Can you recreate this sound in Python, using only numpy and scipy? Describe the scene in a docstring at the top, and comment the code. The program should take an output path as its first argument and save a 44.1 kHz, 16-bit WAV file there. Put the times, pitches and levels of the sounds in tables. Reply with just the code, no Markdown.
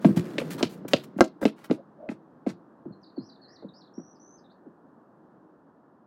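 """Over a faint outdoor murmur, boots run up wooden porch steps close by. Each footfall is a sole
click, a plank knock and a thud, thrown back by the house wall; in between, the soles scuff on grit.
The boots cross the deck, where a board creaks, then turn the corner of the house and grow dull.
As they fade away, a songbird sings one phrase of whistles, buzzes and trills, and partway through
a second bird whistles far off. The murmur is left at the end."""
import sys
import numpy as np
from scipy import signal
from scipy.fft import rfft, irfft, next_fast_len
from scipy.io import wavfile
from scipy.ndimage import uniform_filter1d, minimum_filter1d

SR = 44100
rng = np.random.default_rng(int(sys.argv[2]) if len(sys.argv) > 2 else 0)


def store_pcm(level_fs):
    """Save levels as 16-bit WAV."""
    pcm = np.round(np.clip(level_fs, -1, 1) * 32767).astype(np.int16)
    wavfile.write(sys.argv[1], SR, np.atleast_2d(pcm).T)


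N = 267519

# Every level_db or other _db column in the tables is relative: higher means louder.
# How the spot underfoot changes along the runner's path, up the steps and onto the deck.
# Columns: time_s, wall_echo_delay_s, joist_peak_s, grit_swell_s, grit_treble_limit_hz
RUNNER_PATH = [(0.631, 0.021, 0.019, .007, 14000), (1.21, 0.035, 0.014, 0.0058, 14000),
               (1.45, 0.025, 0.012, 0.0033, 12000), (2.09, 0.021, 0.042, 0.032, 8500)]
# The footfalls. Columns: start_s, thud_db, thud_pitch_hz, thud_rise_s, knock_db,
# knock_dulling_db_per_octave, click_db, click_pitch_hz, grit_db, boom_db, joist_db
FOOTFALLS = [(0.0464, -4, 249, 0.0096, -11, 3, -31.5, 2370, -44, -10, -38),
             (0.168, -13, 203, 0.0073, -24.5, 1, -64, 4500, -44.5, -18, -55),
             (0.3823, -18.5, 382, 0.0044, -24, 19, -21, 2540, -43.5, -51, -58),
             (0.6279, -11, 321, 0.0048, -16.5, -2, -20, 4000, -48, -35, -31.5),
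             (0.9343, -13, 303, .0066, -9, 3.5, -16.5, 3400, -64, -28, -29),
             (1.2074, -1.5, 345.3, 0.0057, -1.5, -3.5, -24, 5720, -63, -37, -32),
             (1.4535, -4, 314, .0035, -15, 1.5, -24.5, 3100, -46.5, -33.5, -47),
             (1.7104, -9.5, 350, 0.0048, -23.5, -3.5, -38.5, 3500, -51, -47.5, -39.5),
             (2.0892, -23, 260.5, 0.0082, -28.5, 0, -35.5, 1510, -50, -38.5, -50),
             (2.4648, -15.5, 278, 0.0083, -22, 5, -47, 2000, -43, -30.5, -44),
             (2.855, -31, 304, 0.011, -42, 2, -92, 3000, -93, -32.5, -46),
             (3.172, -24.5, 290.4, .013, -40.5, -0.5, -88, 3000, -91.5, -37, -44),
             (3.642, -33, 231, 0.0098, -34, 24, -87, 3000, -95, -38, -64),
             (3.978, -26.5, 275, 0.0059, -44.5, -2, -84, 3000, -90, -38.5, -59),
             (4.66, -38.5, 317, 0.012, -49.5, 4.5, -88.5, 3000, -93.5, -48, -74)]
# Lighter thuds and knocks: the deck bouncing after the first landing, then heel or toe touches.
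# Columns: start_s, thud_db, thud_pitch_hz, knock_db
LIGHT_KNOCKS = [(0.087, -11, 231, -30), (0.105, -15.5, 189.6, -45), (0.19, -20.5, 188.6, -40.5),
                (0.4168, -28, 382, -22.5), (0.609, -26.5, 304, -26), (0.849, -29, 327, -34),
                (1.162, -25, 243, -48.5), (1.187, -21.5, 321, -24), (1.416, -24.5, 312, -27),
                (1.4284, -21, 288, -17.5), (1.699, -16, 240.4, -29), (2.115, -30.5, 291, -35.5),
                (2.903, -37.5, 216, -46), (3.209, -39, 243.3, -47.5), (3.625, -39, 333, -36.5),
                (3.995, -36.5, 264, -43.5), (4.483, -46.5, 273, -57.5)]


def footfalls(crush_s=0.037, crush_hz=4200, light_rise_s=0.0066):
    """Footfalls strike the plank, click, crush grit and swing the beams; lighter knocks fall between."""
    out = np.zeros(N)
    path_s, *path = np.transpose(RUNNER_PATH)
    for (s, thud_db, thud_hz, rise_s, knock_db, dulling,
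         click_db, click_hz, grit_db, boom_db, joist_db) in FOOTFALLS:
        wall_s, peak_s, swell_s, treble_hz = (np.interp(s, path_s, column) for column in path)
        strike = plank_strike(thud_db, thud_hz, rise_s, knock_db, dulling, boom_db)
        add(out, s, round_corner(s, strike))
        add(out, s, amp(click_db) * heel(click_hz, wall_s))
        crush = grit(crush_s, crush_hz, attack=swell_s / crush_s)
        add(out, s, amp(grit_db) * lowpass(crush, treble_hz))
        add(out, s, amp(joist_db) * joist_swing(peak_s))
    step_s, _, _, _, _, step_dulling, *_ = np.transpose(FOOTFALLS)
    for s, thud_db, thud_hz, knock_db in LIGHT_KNOCKS:
        dulling = np.interp(s, step_s, step_dulling)  # as dull as the footfalls beside it
        strike = plank_strike(thud_db, thud_hz, light_rise_s, knock_db, dulling, boom_db=thud_db - 20)
        add(out, s, round_corner(s, strike))
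    return out


# The tones a plank rings with; ring_s is the time to fade by 60 dB. Columns: pitch_hz, level_db, ring_s
PLANK_TONES = [(462, -4, 0.17), (531, 10, 0.033), (630.7, -8, 0.2), (717, 7, 0.022), (848, -9, 0.041),
               (986, -9, 0.09), (1122, -12, 0.082), (1278, -10.5, 0.069), (1358, -11, 0.1),
               (1580, -8.5, 0.055), (1850, -14.5, 0.024), (2010, -5.5, 0.0096), (2056, -18.5, 0.062),
               (2750, -16.5, 0.01)]
# The tones of the hollow deck frame. Columns: pitch_hz, level_db, ring_s
FRAME_TONES = [(118, -1, 0.13), (159.84, 8.5, 0.3), (188.4, -9, 0.87), (194.5, -3, 0.45),
               (216.3, -16.5, 0.2), (247.5, -4.5, 0.15), (286.1, -7.5, 0.34), (324.4, -7, 0.19),
               (344, 9.5, 0.3), (363, -10.5, 0.72), (428.2, -14, 0.89), (494.4, -8, 0.34)]


def plank_strike(thud_db, thud_hz, rise_s, knock_db, dulling, boom_db, slap_s=0.0045, slap_db=-4):
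    """The plank knocks, again as the sole slaps flat, then bends, and the hollow frame booms after."""
    t = np.arange(SR // 2) / SR
    brief = t[:SR // 14]
    out = amp(boom_db - 3) * ring(FRAME_TONES, t, scatter=0.035) * (1 - np.exp(-t / 0.0071))
    tones = [(hz, db - dulling * np.log2(hz), ring_s) for hz, db, ring_s in PLANK_TONES]
    knock_shape = (1 - np.exp(-brief / 0.00039)) * (0.41 + np.exp(-brief / 0.011))
    for delay_s, db in [(0, 0), (slap_s, slap_db)]:
        add(out, delay_s, amp(knock_db + db) * ring(tones, brief, scatter=0.014) * knock_shape)
    add(out, 0, amp(thud_db) * bounced(thud(thud_hz, rise_s), strength=0.22))
    return out


def thud(hz, rise_s, sharpness=3.86):
    """The plank bends. High notes travel through it faster, so the pitch slides down past hz."""
    t = np.arange(SR // 6) / SR
    age = t / rise_s  # 1 at the top of the swell
    swell = age ** sharpness * np.exp(sharpness * (1 - age))
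    tail = 0.047 * (1 - np.exp(-age ** 2)) * np.exp(-t / 0.004)
    pitch_hz = hz * (0.5924 + 1.35 * np.exp(-age / 0.83))
    push = 0.014 * swell * (1 - age)
    return (swell + tail) * np.sin(phase_of(pitch_hz)) + push


def joist_swing(peak_s, settle_hz=80, sharpness=5.9):
    """The joists, the beams under the deck, take the weight late and swing slowly."""
    age = np.arange(SR // 6) / SR / peak_s
    swell = age ** sharpness * np.exp(sharpness * (1 - age))
    pitch_hz = settle_hz * (1 + 2.4 * np.exp(-1.1 * age))
    return swell * np.sin(phase_of(pitch_hz) + 2 * np.pi * rng.random())


def heel(hz, wall_s, sole_s=0.0025, sole_db=-8, wall_db=-20, spread_s=0.04):
    """Heel and sole click in turn; wall, door and roof each throw the click back."""
    out = np.zeros(SR // 2)
    add(out, 0, click(hz))
    add(out, 0, clack(hz))
    add(out, sole_s, amp(sole_db) * click(hz))
    for extra_s in np.append(0, rng.random(5) * spread_s):
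        add(out, wall_s + extra_s, amp(wall_db) * np.exp(-extra_s / 0.019) * click(hz))
    return out


# The crunch of a sole landing, from low to high. Columns: pitch_hz, level_db
CRUNCH_SPECTRUM = [(400, -13.5), (1200, 0.5), (2700, 0), (4300, -10.5), (5600, -10), (8000, -12.5),
                   (10000, -17.5), (16000, -21.5)]
# The tones of the hard sole. Columns: multiple_of_click_pitch, level_db
SOLE_TONES = [(0.622, -17.5), (.8, 0.5), (.96, -7), (1.098, 2), (1.348, -2), (1.7, -14)]


def click(hz, ring_s=0.011):
    """A hard sole meets the wood: a burst of crunch and a short dry crack."""
    t = np.arange(2048) / SR
    contact = np.exp(-(t / 0.0029) ** 0.89)
    crunch = colour(rng.standard_normal(len(t)), CRUNCH_SPECTRUM, hz, focus_db=6) * contact
    crack = ring([(hz * multiple, db, ring_s) for multiple, db in SOLE_TONES], t, scatter=0.06)
    return (amp(2) * crunch + amp(4) * crack) * np.minimum(t / 0.00017, 1)


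# The tones of a board's hard face, rung by a heel. Columns: pitch_hz, level_db, ring_s
BOARD_FACE_TONES = [(2252, 1.5, 0.034), (2400, -2, .04), (2625, 3, .07), (2980, -2.5, .05),
                    (3700, -0.5, .05), (3990, 0.5, .06), (4190, 1.5, 0.069), (5700, -4, 0.045)]


def clack(click_hz, focus_db=14):
    """The board's face rings briefly, most near the pitch of the click that struck it."""
    t = np.arange(4096) / SR
    tones = [(hz, db - focus_db * np.log2(hz / click_hz) ** 2, ring_s)
             for hz, db, ring_s in BOARD_FACE_TONES]
    return amp(-7) * ring(tones, t, scatter=0.004) * np.minimum(t / 0.0005, 1)


def bounced(wave, strength, count=5, spread_s=0.025):
    """The wave returns from the plank's nailed ends at uneven delays, which makes the sound lumpy."""
    lateness = rng.random(count)
    gains = strength * rng.standard_normal(count) * np.exp(-1.5 * lateness)
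    out = wave.copy()
    for delay_s, gain in zip(0.0033 + spread_s * lateness, gains):
        add(out, delay_s, gain * wave)
    return out * np.linalg.norm(wave) / np.linalg.norm(out)


def round_corner(start_s, sound, corner_s=2.7, muffle_hz=1300):
    """Once the runner is round the corner of the house, only the low sounds are left."""
    return lowpass(sound, muffle_hz) if start_s > corner_s else sound


# The sound of grit, from low to high. Columns: pitch_hz, level_db
GRIT_SPECTRUM = [(500, 8), (1200, 5), (3000, -6), (6000, -11.5), (10000, -13.5), (16000, -15.5)]


def grit(length_s, hz, clump_db=3, attack=0.23):
    """Grit crunches under a sole: dense tiny clicks of uneven size, in clumps."""
    t = np.arange(16384) / SR
    grains = rng.standard_normal(len(t)) * amp(6 * np.minimum(rng.exponential(1, len(t)), 4))
    clumps = amp(clump_db * unit(uniform_filter1d(rng.standard_normal(len(t)), size=120)))
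    crunch = bounced(grains * clumps, strength=0.6, spread_s=0.003)
    stroke = np.minimum(t / (attack * length_s), 1) * np.exp(-(t / length_s) ** 2)
    return amp(3) * stroke * colour(crunch, GRIT_SPECTRUM, hz, focus_db=1)


# Soles scuffing on gritty boards. Columns: start_s, length_s, level_db, pitch_hz
SOLE_SCUFFS = [(0, 0.12, -57, 3500), (0.073, 0.076, -55.5, 4350), (0.159, 0.021, -45, 5900),
               (.189, .22, -55, 3200), (0.409, 0.12, -56.5, 4140), (0.499, 0.047, -44, 9150),
               (0.577, 0.044, -41.5, 2740), (0.685, .069, -56, 6750), (0.88, 0.01, -38, 6800),
               (.889, 0.11, -53.5, 5600), (1.033, .016, -50, 7000), (1.171, .06, -57.5, 7613),
               (1.411, 0.039, -47.5, 7000), (1.557, 0.12, -61, 1990), (1.638, 0.022, -49, 4530)]


def scuffs():
    """Soles slide over the grit between footfalls."""
    out = np.zeros(N)
    for start_s, length_s, level_db, pitch_hz in SOLE_SCUFFS:
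        add(out, start_s, amp(level_db) * grit(length_s, pitch_hz))
    return out


# A board creaking under a turning foot. Columns: start_s, length_s, level_db, pitch_hz
BOARD_CREAKS = [(1.77, 0.049, -47.5, 600), (1.977, 0.13, -44, 592)]


def creaks(width_hz=150):
    """Fast, uneven slips make a board ring around one pitch."""
    out = np.zeros(N)
    for start_s, length_s, level_db, pitch_hz in BOARD_CREAKS:
        t = np.arange(round(length_s * SR)) / SR
        pole = np.exp((2j * pitch_hz - width_hz) * np.pi / SR)  # sets a filter ringing at this pitch
        ringing = signal.lfilter([1], np.poly([pole, pole]), rng.standard_normal(SR)).real
        add(out, start_s, amp(level_db) * unit(ringing[-len(t):]) * np.sin(np.pi * t / length_s))
    return out


# The songbird's short notes. Columns: start_s, length_s, start_hz, end_hz, level_db, buzz_0_to_1
SHORT_NOTES = [(2.919, 0.027, 4410, 4260, -60.5, 0.02), (3.158, 0.05, 4570, 4155, -55, 0.02),
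               (3.411, 0.055, 4500, 4200, -53, 0.1), (3.683, 0.018, 4210, 3710, -52, 0.15),
               (4.436, 0.0374, 4040, 3630, -65, 0.2), (4.494, 0.037, 3620, 4620, -63.5, 0.45)]
# Flourishes: a rising buzz tips over into three falling chirps.
# Columns: top_time_s, rise_s, top_hz, buzz_db, chirp_db
SONG_FLOURISHES = [(3.027, 0.015, 5820, -73, -54), (3.285, .092, 5730, -59, -52),
                   (3.551, 0.074, 5640, -57, -54.5), (3.803, 0.071, 5490, -56, -55.5)]
# High trills that end in a buzzy drop. Columns: start_s, length_s, start_hz, end_hz, level_db, drop_to_hz
HIGH_TRILLS = [(3.934, .21, 5600, 6000, -56.5, 4790), (4.193, 0.177, 5920, 6210, -53.5, 4630)]


def songbird(climb_hz_per_s=16000, chirp_s=0.0261, chirp_every_s=0.029, drop_s=0.033):
    """One phrase: a short note leads into each of four flourishes, then two trills and two last notes."""
    out = np.zeros(N)
    for s, length_s, start_hz, end_hz, db, buzz in SHORT_NOTES:
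        add(out, s, amp(db) * syllable(length_s, start_hz, end_hz, bend_hz=-110, buzz=buzz))
    for s, rise_s, top_hz, buzz_db, chirp_db in SONG_FLOURISHES:
        climb = syllable(rise_s, top_hz - climb_hz_per_s * rise_s, top_hz, bend_hz=141, buzz=0.4)
        add(out, s - rise_s, amp(buzz_db) * climb)
        for k in range(3):  # each chirp is lower and softer than the one before
            hz = top_hz - 130 * k
            chirp = syllable(chirp_s, 0.93 * hz, 0.61 * hz)
            add(out, s + k * chirp_every_s, amp(chirp_db - 4 * k) * chirp)
    for s, length_s, start_hz, end_hz, db, drop_to_hz in HIGH_TRILLS:
        add(out, s, amp(db) * syllable(length_s, start_hz, end_hz, buzz=1, flutters_per_s=65))
        drop = syllable(drop_s, end_hz, drop_to_hz, bend_hz=-350, buzz=0.4)
        add(out, s + length_s, amp(db - 8.5) * drop)
    return amp(-2) * out


def syllable(length_s, start_hz, end_hz, bend_hz=0, buzz=0, flutters_per_s=190, waver_hz=70):
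    """A whistle glides along a curve; in a buzz its pitch and loudness flutter together."""
    t = np.arange(round(length_s * SR)) / SR
    middle_hz = (start_hz + end_hz) / 2 + bend_hz
    glide_hz = np.polyval(np.polyfit([0, 0.5, 1], [start_hz, middle_hz, end_hz], 2), t / length_s)
    waver = unit(uniform_filter1d(rng.standard_normal(SR // 2), size=150))[:len(t)]
    flutter = phase_of(flutters_per_s * (1 + 0.11 * waver))
    swing_hz = 650 * buzz * (flutters_per_s / 190) ** 1.8  # a slower flutter swings the pitch less
    pitch_hz = glide_hz + waver_hz * waver + swing_hz * np.sin(flutter)
    soft_edges = signal.windows.tukey(len(t), min(0.021 / length_s, 1))
    pulsing = 1 - buzz * (1 + np.cos(flutter)) / 2
    return soft_edges * pulsing * np.sin(phase_of(pitch_hz))


# A second bird's faint rising whistle. Columns: time_s, pitch_hz, level_db
FAR_WHISTLE = [(3.36, 1680, -76.5), (3.42, 1690, -68.5), (3.519, 1820, -63.5), (3.57, 1820, -68),
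               (3.65, 2080, -92)]


def far_bird(smear_hz=90):
    """Distance smears the second bird's whistle into a narrow, fuzzy tone."""
    t = np.arange(N) / SR
    time_s, pitch_hz, level_db = np.transpose(FAR_WHISTLE)
    smear = unit(lowpass(rng.standard_normal(N), smear_hz))
    tone = np.sin(phase_of(np.interp(t, time_s, pitch_hz)))
    return np.interp(t, time_s, amp(level_db), left=0, right=0) * smear * tone


# How long the porch echo lasts, from low to high. Columns: pitch_hz, ring_s
PORCH_RING_TIMES = [(100, 0.12), (300, 0.15), (700, 0.11), (1500, 0.13), (4000, 0.18), (8000, 0.045),
                    (16000, 0.047)]
# How strong the porch echo is. Columns: pitch_hz, level_db
PORCH_SPECTRUM = [(100, -15.5), (300, -16), (700, -16), (1500, -23), (4000, -15), (8000, -8), (16000, -1)]


def porch_echo(sound, wall_s=0.022, steps_gain=0.64, echoes_per_s=3000):
    """Scattered echoes from the steps, then stronger ones from the house wall and porch roof."""
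    t = np.arange(SR // 2) / SR
    echoes = rng.standard_normal(len(t)) * (rng.random(len(t)) < echoes_per_s / SR)
    echoes *= np.minimum(t / 0.002146, 1) * np.where(t < wall_s, steps_gain, 1)
    band_hz, times, bands = signal.stft(echoes, SR, nperseg=256)
    bands *= fade(times, value_at(PORCH_RING_TIMES, band_hz)[:, None])
    tail = signal.istft(bands, SR, nperseg=256)[1]
    gains = amp(value_at(PORCH_SPECTRUM, np.fft.rfftfreq(len(tail), 1 / SR)))
    tail = irfft(rfft(tail / np.linalg.norm(tail)) * gains, len(tail))
    return signal.fftconvolve(sound, tail[:SR // 3])[:N]


def garden_echo(sound, ring_s=0.2, level_db=-4.5):
    """Leaves and walls scatter the sound into a soft tail."""
    t = np.arange(SR // 2) / SR
    tail = rng.standard_normal(len(t)) * fade(t, ring_s)
    return amp(level_db) * signal.fftconvolve(sound, tail / np.linalg.norm(tail))[:N]


# The deck's low rumble. 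Columns: pitch_hz, level_db
RUMBLE_SPECTRUM = [(40, -40.5), (100, -14), (160, 6), (300, 1), (500, -7.5), (900, -21), (1700, -24.5),
                   (2300, -36), (5000, -43), (16000, -75)]
# How loud the rumble is over time. Columns: time_s, level_db
RUMBLE_LEVELS = [(0, -39), (.55, -35.5), (.7, -44), (1.0, -44.5), (1.35, -56.5), (1.9, -58.5), (4.9, -69),
                 (5.3, -61.5), (5.6, -65.5)]


def deck_rumble():
    """The deck rumbles, most while the runner's weight is on the steps."""
    level_db = np.interp(np.arange(N) / SR, *np.transpose(RUMBLE_LEVELS))
    return amp(level_db) * steady_noise(RUMBLE_SPECTRUM)


# The far outdoor murmur. Columns: pitch_hz, level_db
MURMUR_SPECTRUM = [(18, -79.5), (30, -32), (103, -14), (134, -8), (161, -6), (199, -2.5), (227, -1),
                   (319, 1), (374, -5), (600, -8), (760, -9), (1070, -10.5), (1760, -22.5), (2120, -43),
                   (16000, -57.5)]


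def murmur(level_db=-56.5, hold_s=4.9, fade_db_per_s=2.5):
    """A faint outdoor murmur holds steady, then eases off."""
    fading_s = np.maximum(np.arange(N) / SR - hold_s, 0)
    return amp(level_db - fade_db_per_s * fading_s) * steady_noise(MURMUR_SPECTRUM)


def ring(tones, t, scatter):
    """Fading tones; each strike shifts their pitch and strength a little differently."""
    hz, db, ring_s = np.transpose(tones)[:, :, None]
    detune, extra_db, offset = rng.standard_normal((3, len(tones), 1))
    gain = amp(db + extra_db)
    waves = np.sin(2 * np.pi * (hz * (1 + scatter * detune) * t + offset)) * fade(t, ring_s)
    return (gain * waves).sum(0) / np.linalg.norm(gain)


def steady_noise(spectrum):
    """Noise for the whole scene, shaped by a spectrum table."""
    return colour(rng.standard_normal(next_fast_len(N)), spectrum)[:N]


def colour(sound, spectrum, centre_hz=1000, focus_db=0):
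    """Shapes a sound by a spectrum table, turned down by focus_db one octave from the centre."""
    hz = np.fft.rfftfreq(len(sound), 1 / SR)
    shape_db = value_at(spectrum, hz) - focus_db * np.log2((hz + 1) / centre_hz) ** 2
    return unit(irfft(rfft(sound) * amp(shape_db), len(sound)))


def value_at(table, hz):
    """Looks up a pitch between a table's rows, with octaves evenly spaced."""
    row_hz, values = np.transpose(table)
    return np.interp(np.log(hz + 1), np.log(row_hz + 1), values)


def lowpass(sound, hz):
    """Softens the treble above hz."""
    return signal.sosfilt(signal.butter(2, hz, fs=SR, output="sos"), sound)


def phase_of(hz):
    """The running angle of a wave whose pitch changes."""
    return 2 * np.pi * np.cumsum(hz) / SR


def fade(t, ring_s):
    """Dies away by 60 dB in ring_s."""
    return np.exp(-np.log(1000) * t / ring_s)


def amp(db):
    """Turns decibels into a gain."""
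    return 10 ** (np.asarray(db) / 20)


def unit(sound):
    """Scales a sound to an average strength (rms) of 1."""
    return sound / np.sqrt(np.mean(sound ** 2) + 1e-20)


def add(mix, start_s, sound):
    """Mixes a sound in at start_s."""
    part = mix[max(round(start_s * SR), 0):][:len(sound)]
    part += sound[:len(part)]


def scene():
    """Boots and songbird with their echoes, over the far bird, the murmur and the rumble."""
    boots = footfalls() + scuffs() + creaks()
    song = songbird()
    echoes = porch_echo(boots + amp(3) * song) + garden_echo(song)
    return (boots + song + echoes + far_bird() + murmur() + deck_rumble())[None]


def record(dry, bass_hz=45, ceiling=0.94, treble_hz=16300):
    """The microphone sheds deep bass, a fast limiter holds down peaks, and the highest treble is cut."""
    thin = signal.sosfilt(signal.butter(1, bass_hz, "highpass", fs=SR, output="sos"), dry)
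    safe_gain = ceiling / np.maximum(abs(thin), ceiling)
    limited = thin * uniform_filter1d(minimum_filter1d(safe_gain, size=201), size=201)
    treble_cut = signal.firwin(511, treble_hz, window=("kaiser", 9), fs=SR)
    return signal.oaconvolve(limited, treble_cut[None], "same")


dry = scene()
out = record(dry)
store_pcm(out)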